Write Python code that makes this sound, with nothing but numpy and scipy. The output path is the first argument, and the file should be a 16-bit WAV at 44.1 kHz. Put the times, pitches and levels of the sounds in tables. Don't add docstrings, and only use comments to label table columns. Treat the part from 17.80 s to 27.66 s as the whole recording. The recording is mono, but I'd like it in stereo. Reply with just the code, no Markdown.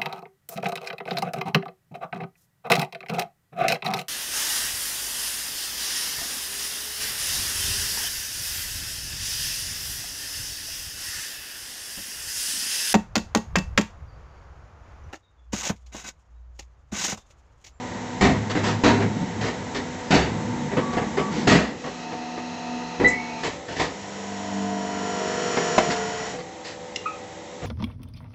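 import sys
import numpy as np
from scipy import signal
from scipy.fft import rfft, irfft, next_fast_len
from scipy.io import wavfile
from scipy.ndimage import uniform_filter1d

SR = 44100
rng = np.random.default_rng(int(sys.argv[2]) if len(sys.argv) > 2 else 0)


def transcribe(signal):
    frames = np.atleast_2d(signal).T
    limited = np.clip(frames, -1, 1)
    pcm = np.round(limited * 32767).astype(np.int16)
    wavfile.write(sys.argv[1], SR, pcm)


N = 434826

# t/s, level/dB, brightness/(dB per octave), contact/s
SLAMS = [(.409,-20.5,0,0.045),(.75,-28.5,0,0.028),(1.035,-21,0.4,0.051),(2.305,-21.5,0.5,0.056),(3.67,-19.5,1.1,0.063)]
KNOCKS = [(1.201,-28.5,0.63,0.032),(2.915,-32,-.6,.02),(2.968,-23,-1.3,0.019),(3.168,-25,-.6,0.017),(3.216,-32,-0.19,.015),(3.37,-29,1.5,0.03),(4.038,-36,1.1,0.04),(4.319,-37.5,.5,0.014),(4.575,-36,0.41,0.0096),(5.196,-24.5,-1.9,0.053),(7.768,-25.5,1.2,0.013),(7.9803,-13.5,1.6,0.0042),(8.535,-38,0.12,0.016)]
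NOISY_BURSTS = [(.696,-34.5,0.7,0.021),(.83,-31,0,0.075),(1.605,-33,-1,0.079),(1.945,-33,-0.7,0.031),(3.127,-34.5,-2.1,0.019),(3.509,-44.5,2,0.11),(5.63,-31.5,-0.5,0.047),(5.878,-38,-1.1,.06),(5.955,-34.5,-1,0.099),(5.995,-27.5,-0.56,0.025),(8.1,-33,1,0.024),(8.585,-40.5,-1.5,0.019),(8.843,-51,3.9,0.059),(9.816,-37.5,-5,0.085)]
# t/s, level/dB
THUDS = [(1.356,-21),(1.408,-18),(8.066,-20.5)]
THUD_CONTACT_S = 0.026
# (levels/dB in five bands from thump to sizzle,
# share of the contact spent rising, base t60/s for the treble after a typical contact)
SLAM_KIND = ([-4.5, 5, -2.5, -2, -7.5], 0.074, 0.37)
KNOCK_KIND = ([-13, -2, 0.5, -4.5, -15], 0.1, 0.22)
NOISY_BURST_KIND = ([-11.5, -5.5, -0.5, 1, -1], 0.15, .18)
THUD_KIND = ([-25.5, -4, -32, -29.5, -33], .45, 0.13)
TYPICAL_CONTACT_S = 0.051
BLOW_EDGES_HZ = [130, 350, 1000, 3000]
BLOW_CENTRES_HZ = [80, 220, 600, 1700, 5000]
# f/Hz, level/dB per Hz
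CLASH = [(20,-28.5),(45,-8.5),(100,-8.5),(300,-7.5),(550,-6),(1000,-11.5),(1400,-12.5),(2000,-21.5),(3000,-19),(4500,-20),(7500,-29)]
# f/Hz, width/Hz, level/dB in a blow, level/dB while it shakes
FRAME_MODES = [(66.4,12,-5,-26),(105.3,2.6,5.5,6),(153.8,12,2.5,5),(203,14,4.5,5),(240.2,8.1,2,6),(269.4,31.6,4.5,-11),(301.5,56,1.5,-5.5),(397,49,-0.5,-10),(493.3,27,-1,-5),(676,120,-6,-24),(970,220,-11,-12.5),(1910,570,-15,-25)]
# t/s, length/s, sway level/dB, boom level/dB
RUNS = [(0,.4,-43,-46),(0.451,0.11,-28,-30),(0.74,0.18,-30,-29.5),(1.052,0.21,-29,-27),(1.513,0.091,-32.5,-32),(2.419,0.32,-35,-31),(2.692,0.98,-57,-32.5),(3.497,0.22,-49,-25.5)]
RUN_RISE_S, RUN_T60_S = 0.058, 1
# f/Hz, level/dB per Hz
RUMBLE = [(25,-32.5),(70,1.5),(200,5.5),(450,-7),(900,-9.5),(1400,-6.5),(2000,-6.5),(2800,-17),(7500,-40)]
# t/s, f/Hz, level/dB, rise/s, hold/s, t60/s, octave above/dB, waver as a share of f
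SQUEALS = [(2.98,1138,-37,0.023,.14,1,-23,.002),(3.371,1143,-34.5,0.012,0.078,0.25,-29,0.0018),(3.373,408,-17.5,0.0081,0.0069,0.014,-36,0.022),(5.24,1982,-9,0.017,0.015,.048,-19,0.014),(5.27,6700,-34,0.0084,0.027,0.07,-40,0.13),(5.276,2226,-29,0.037,0.066,0.47,-37,0.0077),(5.292,2000,-25,0.004,.045,0.053,-34,0.0063),(5.452,2420,-40,0.072,0.11,0.17,-28.5,0.051),(9.254,1268,-26.5,0.0061,0.0062,0.09,-1.5,0.037)]
# t/s, level/dB, brightness/(dB per octave)
TICKS = [(8.165,-34,4),(9.1594,-21,-1)]
# f/Hz, level/dB, t60/s
FITTING_MODES = [(2074,-5.5,0.014),(2270,-16.5,.02),(2810,1,.02),(3480,-10,0.011),(4020,-6.5,.012),(4500,-13,.012),(5230,-7,.012),(5760,-9.5,.012),(6200,-21,.01)]
CRACK_DB, CRACK_T60_S = -8.5, 0.04
# t/s, speed/(turns per second)
SHAFT = [(.38,24.8),(.6,24.05),(.95,25.05),(1.2,24.3),(1.5,24.3),(2.0,24.92),(2.5,24.3),(3.6,24.28),(3.95,24.9),(4.25,24.42),(5.15,24.43),(5.55,24.0),(5.82,25.02),(7.0,24.62),(8.0,24.25),(8.2,24.47),(8.46,24.47),(8.65,24.93)]
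# t/s, duty, effort level/dB
DUTY_STEPS = [(0,"feed",1.5),(3.6,"feed",2.5),(3.95,"idle",-4.5),(4.25,"lift",-.5),(5.151,"lift",1),(5.579,"lift",0.5),(5.779,"idle",-1.5),(5.88,"idle",-3),(6.901,"press",0.5),(7.75,"full",1),(8.001,"full",1.5),(8.2,"relief",0.5),(8.459,"relief",-1),(8.59,"idle",-3),(9.86,"idle",-2.5)]
DUTIES = ["lift", "idle", "press", "full", "relief", "feed"]
# multiples of the shaft rate, then their levels/dB
LIFT_ORDERS = [7, 10, 13, 18, 20, 28, 30, 36, 37, 39, 40, 78, 104, 110]
LIFT_DB = [-47, -38, -50, -64.5, -50, -47.5, -40.5, -53.5, -43, -62.5, -50.5, -65.5, -62, -54]
IDLE_ORDERS = [4, 7, 13, 20, 23, 29, 31, 51, 53]
IDLE_DB = [-57, -53.5, -50, -43, -47, -62, -45, -57, -63]
PRESS_ORDERS = [4, 8, 10, 12, 18, 26, 27, 28, 29, 37, 39, 41, 57, 61, 74, 214]
PRESS_DB = [-48, -31.5, -46.5, -39, -42, -42.5, -48, -45, -36, -45.5, -42.5, -45, -53, -48, -58, -59]
FULL_ORDERS = [7, 8, 10, 14, 16, 18, 19, 20, 26, 29, 31, 39, 53, 56, 72, 80, 94, 131, 234]
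FULL_DB = [-41.5, -54, -41, -42, -38, -38.5, -41, -35.5, -36.5, -35, -48.5, -42, -64.5, -37.5, -38.5, -47,
           -43, -48.5, -51]
RELIEF_ORDERS = [7, 8, 18, 19, 26, 29, 35, 39, 42, 58, 80, 125, 213]
RELIEF_DB = [-48.5, -43, -38, -46.5, -43.5, -35.5, -50.5, -47, -54, -43, -48.5, -50, -61]
FEED_ORDERS = [7, 10, 13, 20, 23, 30, 31, 36, 37, 40]
FEED_DB = [-51.5, -43.5, -53, -48, -61, -48.5, -53, -55, -45, -50]
CHURN_DB = [-39, -40.5, -37, -32.5, -32.5, -40.5]
HISS_DB = [-41.5, -42, -40, -31.5, -34.5, -43]
LOCKED = [.5, .05, .6, .6, .6, .25]
# f/Hz, level/dB per Hz
CHURN = [(25,-42),(70,-4.5),(130,-3.5),(220,-0.5),(320,-2.5),(450,0.5),(620,-3.5),(900,0),(1080,-7),(1300,-10),(1550,-11),(2000,-4.5),(2800,-33.5),(4000,-19.5),(8000,-41.5)]
HISS_LIFT = [(500,-11.5),(1500,-0.5),(2400,-11),(3200,2),(3700,-0.5),(4800,-1),(5600,-0.5),(6600,0.5),(7500,-9)]
HISS_IDLE = [(500,-18.5),(1400,-5.5),(2100,3),(3000,1.5),(3800,2),(4800,-5),(5400,0),(6500,1),(7500,-1)]
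HISS_PRESS = [(400,-31.5),(1100,8),(2000,1),(3100,3.5),(4000,-5),(4300,-0.5),(4950,-6),(5270,3.5),(5460,1),(5730,5.5),(6350,-6.5),(6900,6.5),(7500,-6)]
# f/Hz, width/Hz, level/dB
PIPE_MODES = [(1240,180,12),(1810,140,-3.5),(2626,360,12),(4000,150,7),(4200,170,4),(5570,230,1.5)]
# f/Hz, left-right correlation
ALIKE = [(100,1),(280,0.98),(600,0.95),(1200,0.059),(2500,0.033),(6000,0.0067)]
# f/Hz, t60/s
YARD_T60 = [(100,0.43),(1000,0.39),(7000,0.21)]
# f/Hz, left minus right level/dB
LEAN = [(60, -10.5), (100, 1), (180, -0.5), (310, -1), (530, 0.5), (900, -0.5), (1560, -0.5), (2680, -1),
        (4600, -3), (7920, -1.5)]
TOP_HZ = 7800


def amp(db):
    return 10 ** (np.asarray(db) / 20)


def unit(x):
    return x / np.sqrt(np.mean(x ** 2) + 1e-20)


def along(points, hz):
    f, value = np.transpose(points)
    return np.interp(np.log(hz + 1), np.log(f + 1), value)


def curves(rows):
    times, *columns = np.transpose(rows)
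    return [np.interp(np.arange(N) / SR, times, column) for column in columns]


def wobble(rate):
    knots = rng.standard_normal(int(N * rate / SR) + 4)
    return signal.resample(knots, N)


def filtered(x, response):
    n = x.shape[-1]
    padded = next_fast_len(n + SR // 4)
    spectrum = rfft(x, padded) * response(np.fft.rfftfreq(padded, 1 / SR))
    return irfft(spectrum, padded)[..., :n]


def spread(pair):
    def shares(hz):
        turn = np.arccos(np.clip(along(ALIKE, hz), -1, 1)) / 2
        return np.array([np.cos(turn), np.sin(turn)])
    mid, side = filtered(pair, shares)
    return np.array([mid + side, mid - side]) / np.sqrt(np.mean(mid ** 2) + 1e-20)


def rush(response):
    return spread(filtered(rng.standard_normal((2, N)), response))


def swell(t, rise, hold, t60):
    onset = np.clip(t / max(rise, 1e-4), 0, 1)
    return onset * np.exp(-np.log(1000) * np.maximum(t - hold, 0) / t60)


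def place(out, start_s, sound):
    start = round(start_s * SR)
    out[:, start:start + sound.shape[1]] += sound


def clanks():
    out = np.zeros((2, N + SR))
    thuds = [(s, db, 0, THUD_CONTACT_S) for s, db in THUDS]
    kinds = [(SLAM_KIND, SLAMS), (KNOCK_KIND, KNOCKS), (NOISY_BURST_KIND, NOISY_BURSTS), (THUD_KIND, thuds)]
    for kind, rows in kinds:
        for s, db, bright_db, hold in rows:
            place(out, s, clank(kind, db, bright_db, hold))
    return out[:, :N]


def clank(kind, db, bright_db, hold, contacts_per_s=2200, grit=1.38, ring_db=6.5, bass_life=1.27):
    bands_db, rise_share, t60 = kind
    n = SR * 2 // 3
    t = np.arange(n) / SR
    loose = plates(t[:SR // 6])
    contacts = rng.standard_normal((2, n)) * (rng.random((2, n)) < contacts_per_s / SR)
    force = unit(contacts) + grit * rng.standard_normal((2, n))
    force = signal.fftconvolve(force, loose, axes=1)[:, :n]

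    def steel_colour(hz):
        return np.hypot(amp(along(CLASH, hz)), amp(ring_db) * abs(frame(hz, False)))

    def band_split(hz):
        lows = [1 / (1 + (hz / edge) ** 8) for edge in BLOW_EDGES_HZ]
        below = np.array([0 * hz] + lows + [1 + 0 * hz])
        return np.diff(below, axis=0)[:, None]

    bands = filtered(spread(filtered(force, steel_colour)), band_split)
    octaves = np.log2(np.divide(BLOW_CENTRES_HZ, np.median(BLOW_CENTRES_HZ)))
    levels = db + np.array(bands_db) + bright_db * octaves
    lives = np.geomspace(bass_life, 1, len(levels))
    out = np.zeros((2, n))
    for band, level, life in zip(bands, levels, lives):
        fade_s = t60 * life * np.sqrt(hold / TYPICAL_CONTACT_S)
        shape = swell(t, rise_share * hold, hold, fade_s)
        strength = np.sqrt(np.sum((band.mean(axis=0) * shape) ** 2) / np.sum(shape ** 2))
        out += amp(level) * shape * band / strength
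    return out


def plates(t, plate_t60=0.025, plate_db=-7.5):
    ring = rng.standard_normal((2, len(t))) * np.exp(-np.log(1000) * t / plate_t60)
    return (t == 0) + amp(plate_db) * ring / np.linalg.norm(ring[0])


def frame(hz, shaking):
    total = 0
    for k, (centre, width, blow_db, shake_db) in enumerate(FRAME_MODES):
        damping = 1j * hz * width
        level = amp(shake_db if shaking else blow_db)
        total = total + (-1) ** k * level * damping / (centre * centre - hz * hz + damping)
    return total


def boom(lumpy_db=0.5, split_hz=135, rumble_db=-38.5, rumble_t60=.3):
    t = np.arange(N) / SR
    starts, lengths, sway_db, boom_db = np.transpose(RUNS)
    runs = np.array([swell(t - s, RUN_RISE_S, length, RUN_T60_S) for s, length in zip(starts, lengths)])

    def lowest(hz):
        return 1 / (1 + (hz / split_hz) ** 12)

    def higher(hz):
        return (1 - lowest(hz)) / (1 + (hz / 1100) ** 2)

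    sway = rush(lambda hz: frame(hz, True) * lowest(hz)) * np.sqrt(amp(sway_db) ** 2 @ runs ** 2)
    body = rush(lambda hz: frame(hz, True) * higher(hz)) * np.sqrt(amp(boom_db) ** 2 @ runs ** 2)
    travel = swell(t, 0, starts[-1] + lengths[-1], rumble_t60)
    rumble = rush(lambda hz: amp(along(RUMBLE, hz))) * amp(rumble_db) * travel
    return (sway + body + rumble) * amp(lumpy_db * wobble(14))


def squeals(rough_db=3.5, ear_phase=0.4):
    t = np.arange(SR // 2) / SR
    out = np.zeros((2, N + len(t)))

    def jitter(count):
        return unit(signal.resample(rng.standard_normal(count), len(t)))

    ears = np.array([[-ear_phase], [ear_phase]])
    for s, hz, db, rise, hold, t60, octave_db, waver in SQUEALS:
        pitch = hz * (1 + waver * jitter(240))
        phase = 2 * np.pi * np.cumsum(pitch) / SR + ears
        tone = np.sin(phase) + amp(octave_db) * np.sin(2 * phase)
        grip = amp(rough_db * jitter(110))
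        place(out, s, np.sqrt(2) * amp(db) * swell(t, rise, rise + hold, t60) * tone * grip)
    return out[:, :N]


def ticks():
    t = np.arange(SR // 8) / SR
    out = np.zeros((2, N + len(t)))
    for s, db, bright_db in TICKS:
        noise = rng.standard_normal((2, len(t)))
        crack = unit(filtered(noise, lambda hz: (hz > FITTING_MODES[0][0]) & (hz < TOP_HZ)))
        tap = amp(CRACK_DB) * crack * swell(t, .0005, 0.0038, CRACK_T60_S)
        for hz, mode_db, t60 in FITTING_MODES:
            chance_db = 2 * rng.standard_normal((2, 1))
            level = amp(mode_db + bright_db * np.log2(hz / 3500) + chance_db)
            ring = np.sin(2 * np.pi * (hz * t + rng.random((2, 1))))
            tap += level * ring * swell(t, .001, 0.0037, t60)
        place(out, s, amp(db) * tap)
    return out[:, :N]


def duty_shares():
    rows = [(s, *[duty == name for name in DUTIES], db) for s, duty, db in DUTY_STEPS]
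    *shares, effort_db = curves(rows)
    return np.array(shares), effort_db


def pump(angle, shares, flutter_db=2.3, scatter=1.33):
    out = np.zeros((2, N))
    coarse = np.arange(0, N, SR // 100)
    tables = [(LIFT_ORDERS, LIFT_DB), (IDLE_ORDERS, IDLE_DB), (PRESS_ORDERS, PRESS_DB),
              (FULL_ORDERS, FULL_DB), (RELIEF_ORDERS, RELIEF_DB), (FEED_ORDERS, FEED_DB)]
    duties = [dict(zip(orders, amp(levels_db))) for orders, levels_db in tables]
    for k in sorted(set().union(*duties)):
        strength = np.array([tones.get(k, 0) for tones in duties]) @ shares[:, coarse]
        drift = unit(uniform_filter1d(rng.standard_normal(len(coarse)), size=14))
        gain = np.interp(np.arange(N), coarse, strength * amp(flutter_db * drift))
        phase = (k * angle + scatter * rng.standard_normal()).astype(np.float32)
        alike = np.clip(along(ALIKE, k * SHAFT[0][1]), -1, 1)
        apart = np.float32(np.arccos(alike) / 3)
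        out += gain * np.sin([phase - apart, phase + apart])
    return out * np.sqrt(2)


def oil(angle, shares, throb=0.06, chop=0.019, whine_hz=900):
    lift, idle, press, full, relief, feed = shares
    locked = np.dot(LOCKED, shares)

    def flow():
        whine = filtered(per_turn(angle), lambda hz: 1 - 1 / (1 + (hz / whine_hz) ** 8))
        return np.sqrt(locked) * whine + np.sqrt(1 - locked) * rng.standard_normal((2, N))

    def colour(source, points, modes=()):
        def response(hz):
            peaks = sum(amp(db) / (1 + (2 * (hz - centre) / width) ** 2) for centre, width, db in modes)
            return np.hypot(amp(along(points, hz)), peaks)
        return spread(filtered(source, response))

    beat = np.cos(angle)
    churn = colour(flow(), CHURN) * amp(np.dot(CHURN_DB, shares)) * (1 + throb * beat)
    jet = flow()
    hiss = colour(jet, HISS_LIFT, PIPE_MODES) * np.sqrt(lift)
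    hiss += colour(jet, HISS_IDLE) * np.sqrt(idle + feed)
    hiss += colour(jet, HISS_PRESS) * np.sqrt(press + full + relief)
    return churn + hiss * amp(np.dot(HISS_DB, shares)) * (1 + chop * beat)


def per_turn(angle, size=1024):
    lines = rfft(rng.standard_normal((2, size)), axis=1)
    lines = lines * amp(3.5 * np.clip(rng.standard_normal(lines.shape[1]), -2, 1.5))
    pattern = unit(irfft(lines, 8 * size, axis=1))
    position = (angle / (2 * np.pi) % 1) * pattern.shape[1]
    turning = pattern[:, position.astype(int) % pattern.shape[1]]
    return turning * np.sqrt(size * SHAFT[0][1] / SR)


def yard(x):
    hz, t, z = signal.stft(rng.standard_normal((2, SR // 2)), SR, nperseg=256)
    fade = np.exp(-np.log(1000) * t / along(YARD_T60, hz)[:, None])
    tail = spread(signal.istft(z * fade, SR, nperseg=256)[1])
    return signal.fftconvolve(x, tail / np.linalg.norm(tail[0]), axes=1)[:, :N]


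def scene():
    blows, small = clanks(), squeals() + ticks()
    speed, = curves(SHAFT)
    angle = 2 * np.pi * np.cumsum(speed) / SR
    shares, effort_db = duty_shares()
    hydraulics = amp(effort_db) * (pump(angle, shares) + oil(angle, shares))
    echo = yard(amp(-9.0) * blows + amp(-7.5) * small)
    return blows + small + boom() + hydraulics + echo


def record(dry):
    lead_s = 1e-4

    def sides(hz):
        left_over_right = amp(along(LEAN, hz)) * np.exp(-2j * np.pi * hz * lead_s)
        return left_over_right ** np.array([[.5], [-.5]])

    heard = filtered(dry, sides)
    heard = heard / (1 + abs(heard / .95) ** 6) ** (1 / 6)
    return filtered(heard, lambda hz: 1 / np.sqrt(1 + (hz / TOP_HZ) ** 120))


dry = scene()
out = record(dry)
transcribe(out)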